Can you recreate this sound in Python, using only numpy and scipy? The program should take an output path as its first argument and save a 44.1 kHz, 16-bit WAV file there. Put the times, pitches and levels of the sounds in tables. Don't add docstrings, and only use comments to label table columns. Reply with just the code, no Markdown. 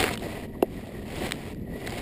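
import sys
import numpy as np
from scipy import signal
from scipy.fft import rfft, irfft, next_fast_len
from scipy.io import wavfile
from scipy.ndimage import map_coordinates

SR = 44100
rng = np.random.default_rng(int(sys.argv[2]) if len(sys.argv) > 2 else 0)


def undo_db(level):
    steps = np.asarray(level, float) / 20
    return 10 ** steps


def waveform_to_disk(signal):
    frames = np.transpose(np.atleast_2d(signal))
    scaled = np.clip(frames, -1, 1) * 32767
    samples = np.round(scaled).astype(np.int16)
    wavfile.write(sys.argv[1], SR, samples)


N = 88993

# (frequency [Hz], level [dB], decay T60 [s])
PIPE_MODES = [(322, -4.5, 0.017), (387, 4, .025), (498, -2.5, 0.027), (642, -3, 0.025)]


def unit(x):
    return x / np.sqrt(np.mean(x ** 2) + 1e-20)


def along(points, hz):
    f, db = np.transpose(points)
    return np.interp(np.log(hz + 1), np.log(f + 1), db)


def wobble(rate):
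    knots = rng.standard_normal(int(N * rate / SR) + 4)
    return map_coordinates(knots, [np.arange(N) * rate / SR])


def filtered(x, response):
    m = next_fast_len(N + 8192)
    gain = response(np.fft.rfftfreq(m, 1 / SR))
    return irfft(rfft(x, m) * gain, m)[:N]


def coloured(x, spectrum):
    return unit(filtered(x, lambda hz: undo_db(along(spectrum, hz))))


def grains(per_s, spread_db, decay_ms):
    chance, size = rng.random(N), rng.exponential(size=N)
    hits = (chance < per_s / SR) * undo_db(spread_db * np.minimum(size, 3.2))
    envelope = signal.lfilter([1], [1, -np.exp(-1000 / (decay_ms * SR))], hits)
    return unit(envelope * rng.standard_normal(N))


def ring(t, hz, t60):
    return np.sin(2 * np.pi * hz * t) * undo_db(-60 * t / t60)


def add(out, s, x):
    i = round(s * SR)
    out[i:i + len(x)] += x[:len(out) - i]


def hay():
    # (time [s], stalk crackle [dB], drag on the wall [dB])
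    pushes = [(0, -27, -29), (0.142, -37, -36.5), (0.167, -55.5, -46.5), (0.232, -41, -37),
              (0.449, -45.5, -39), (.475, -60.5, -51.5), (.61, -62, -44.5), (.72, -50, -44.5),
              (1.052, -53, -44), (1.092, -44, -44), (1.273, -35.5, -33.5), (1.299, -47.5, -44.5),
              (1.52, -45, -42), (1.543, -62.5, -60), (1.68, -63.5, -46.5), (1.703, -54.5, -43.5),
              (1.86, -44, -38), (2.02, -38.5, -42.5)]
    # (frequency [Hz], level [dB per Hz])
    stalk_colour = [(410, -59), (700, -1.5), (867, -12.5), (931, -8.5), (1010, -10), (1450, -16.5),
                    (2290, -10.5), (4890, -18.5), (5900, -20), (7670, -58), (13000, -120)]
    # (frequency [Hz], level [dB per Hz])
    wall_colour = [(88, -44), (150, -8.5), (221, -5), (347, 0), (382, -1), (661, -5), (1500, -38),
                   (1950, -8), (3300, -120)]
    # (frequency [Hz], level [dB per Hz])
    shake_colour = [(20, -8), (60, 0.5), (120, -2), (220, -28), (400, -66)]
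    stalk_hz, stalk_width_hz, stalk_db = 2080, 250, 2.5
    t = np.arange(N) / SR
    s, crackle_db, drag_db = np.transpose(pushes)

    stalks = grains(3600, 5.5, 0.28)
    fine = stalks + undo_db(1) * rng.standard_normal(N)
    clumps_db = 1 * wobble(59.29) + 0.77 * wobble(13.03)

    def stalk_peak(hz):
        return undo_db(stalk_db / (1 + ((hz - stalk_hz) / stalk_width_hz) ** 2))

    fine = filtered(fine * undo_db(clumps_db), stalk_peak)
    crackle = coloured(fine, stalk_colour) * undo_db(np.interp(t, s, crackle_db))
    scrapes = grains(620, 0.8, 2.6)
    drag = coloured(scrapes * undo_db(clumps_db), wall_colour)
    shake = undo_db(-6) * coloured(rng.standard_normal(N), shake_colour)
    return crackle + (drag + shake) * undo_db(np.interp(t, s, drag_db))


def soft_push(t):
    out = 0
    for hz, db, t60 in PIPE_MODES:
        mode_hz = hz * rng.normal(1, 0.06) * 1.153
        mode_db = db + rng.normal(0, 3)
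        out = out + undo_db(mode_db) * ring(t, mode_hz, t60 * 0.88)
    return out * (1 - np.exp(-t / 0.0015)) ** 2


def snap(t, hz, ring_share):
    rise_s, burst_t60 = 0.00052, 0.0093
    band = signal.butter(2, [1100 / SR * 2, 5000 / SR * 2], "bandpass")
    burst = (1 - np.exp(-t / rise_s)) * undo_db(-60 * t / burst_t60) * rng.standard_normal(len(t))
    burst[round(rise_s * SR / 2)] -= 3.9
    crack = signal.lfilter(*band, burst)
    rung = np.convolve(burst, ring(t[:300], hz, 0.005))[:len(t)]
    both = unit(crack) + ring_share * unit(rung)
    return both / np.abs(both).max()


def snaps():
    # (time [s], peak [dB], pitch [Hz], share of ring [ratio], wall thump [dB])
    stalk_breaks = [(.0036, -9.5, 3540, 1.1, -12), (.0145, -15, 2920, .3, -13),
                    (.0275, -10.5, 2250, 0.95, -21), (.0402, -8, 2600, 1.8, -7),
                    (.0665, -16, 1970, 1.4, -9), (0.073, -27, 2600, 0.25, -14),
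                    (.0805, -17, 2030, 3.1, -17), (0.0899, -15.5, 2030, 4, -15),
                    (.1055, -27, 2500, 0.22, -18), (0.1346, -20, 2800, .3, -12),
                    (0.1387, -19, 5200, 0.42, -19), (1.8655, -27.5, 3940, 2.5, -30),
                    (.1752, -21.5, 2960, 2.9, -40), (0.1953, -30.5, 3780, 3.3, -30),
                    (1.2657, -23.5, 3550, 3, -20), (1.2708, -27.5, 2010, 1.4, -12),
                    (1.2833, -26, 2210, 1, -23), (1.2918, -25, 3300, .4, -16),
                    (1.3096, -18.5, 3260, 0.33, -32), (1.3205, -8.5, 3740, .4, -40),
                    (1.8716, -22.5, 3860, 3.6, -29), (1.8749, -20.5, 2030, 2.2, -19),
                    (1.9054, -29, 4800, 2.7, -20), (1.9224, -23.5, 2050, 1.2, 0)]
    # (time [s], peak [dB])
    twig_ticks = [
        (0.1553, -23),
        (1.059, -47),
        (1.123, -28),
        (1.158, -29),
        (1.2745, -34.5),
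        (1.342, -36),
        (1.547, -38.5),
        (1.896, -25),
        (1.912, -28),
        (1.989, -28),
    ]
    out, t = np.zeros(N), np.arange(2200) / SR
    twigs = [(s, db, 2300, 0.5, -30) for s, db in twig_ticks]
    for s, db, hz, ring_share, thump_db in [*stalk_breaks, *twigs]:
        broken = snap(t, hz, ring_share)
        add(out, s, undo_db(db) * (broken + undo_db(thump_db + 2.8) * soft_push(t)))
    return out


def thumps():
    # (time [s], level [dB])
    landings = [
        (.266, -19),
        (.325, -27),
        (.352, -35),
        (1.128, -28.5),
        (1.208, -33),
        (1.245, -31),
        (1.257, -37),
        (1.38, -31),
        (1.95, -28),
    ]
    out, t = np.zeros(N), np.arange(2200) / SR
    for s, db in landings:
        add(out, s, undo_db(db) * soft_push(t))
    return out


def knock():
    # (time [s], level [dB], contact [s])
    blows = [
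        (.6266, -1, .0005),
        (.6378, -11, .0018),
    ]
    out, t = np.zeros(N), np.arange(4400) / SR
    band = signal.butter(2, [1500 / SR * 2, 4300 / SR * 2], "bandpass")
    dust = signal.lfilter(*band, rng.standard_normal(len(t)))
    tick = ring(t, 2750, 0.014) + 1.35 * undo_db(-60 * t / 0.017) * dust
    add(out, 0.6247, undo_db(-21) * tick)
    modes = sum(undo_db(db) * ring(t, hz, t60) for hz, db, t60 in PIPE_MODES)
    for s, db, contact_s in blows:
        add(out, s, -undo_db(db - 5.5) * modes * (1 - np.exp(-t / contact_s)) ** 2)
    wall_low_hz = 235
    return signal.lfilter(*signal.butter(3, wall_low_hz / SR * 2, "high"), out)


def squeak():
    start_s, long_s, hz = 0.537, 0.036, 940
    t = np.arange(N) / SR
    rub = coloured(rng.standard_normal(N), [(hz * 0.71, -40), (hz, 0), (hz * 1.8, -40), (SR, -120)])
    return undo_db(-49) * rub * np.sin(np.pi * np.clip((t - start_s) / long_s, 0, 1))


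def hollow():
    # (frequency [Hz], level [dB per Hz])
    boom_colour = [(12, -59), (20, -10), (141, -9), (181, -8.5), (227, -6.5), (321, -15), (410, -13),
                   (464, -19.5), (1300, -62), (1690, -99), (2860, -120)]
    boom = coloured(rng.standard_normal(N), boom_colour)
    return boom * undo_db(-37.5 + 1.5 * wobble(8.07))


def far_hum():
    t = np.arange(N) / SR
    on = (t > 0.15) & (t < 0.54)
    return on * undo_db(-59.5 + 2.0 * wobble(24)) * np.sin(2 * np.pi * 935 * t)


def scene():
    near = hay() + snaps() + thumps() + knock() + squeak()
    return (near + hollow() + far_hum())[None]


def low_pass(x):
    return signal.sosfilt(signal.butter(12, 16510, fs=SR, output="sos"), x)


def record(dry):
    hold_hz, mirror_db = 12000, 0.5
    top_hz, over_db, end_s = 15250, -40, 2.0178
    t = np.arange(N) / SR
    x = filtered(dry[0], lambda hz: 1 / np.sqrt(1 + (hz / 5300) ** 24))
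    x = x * (1 + 2 * undo_db(mirror_db) * np.cos(2 * np.pi * hold_hz * t))
    x = filtered(x, lambda hz: np.sinc(hz / hold_hz) * np.where(hz < top_hz, 1, undo_db(over_db)))
    return low_pass((x * (t < end_s))[None])


dry = scene()
out = record(dry)
waveform_to_disk(out)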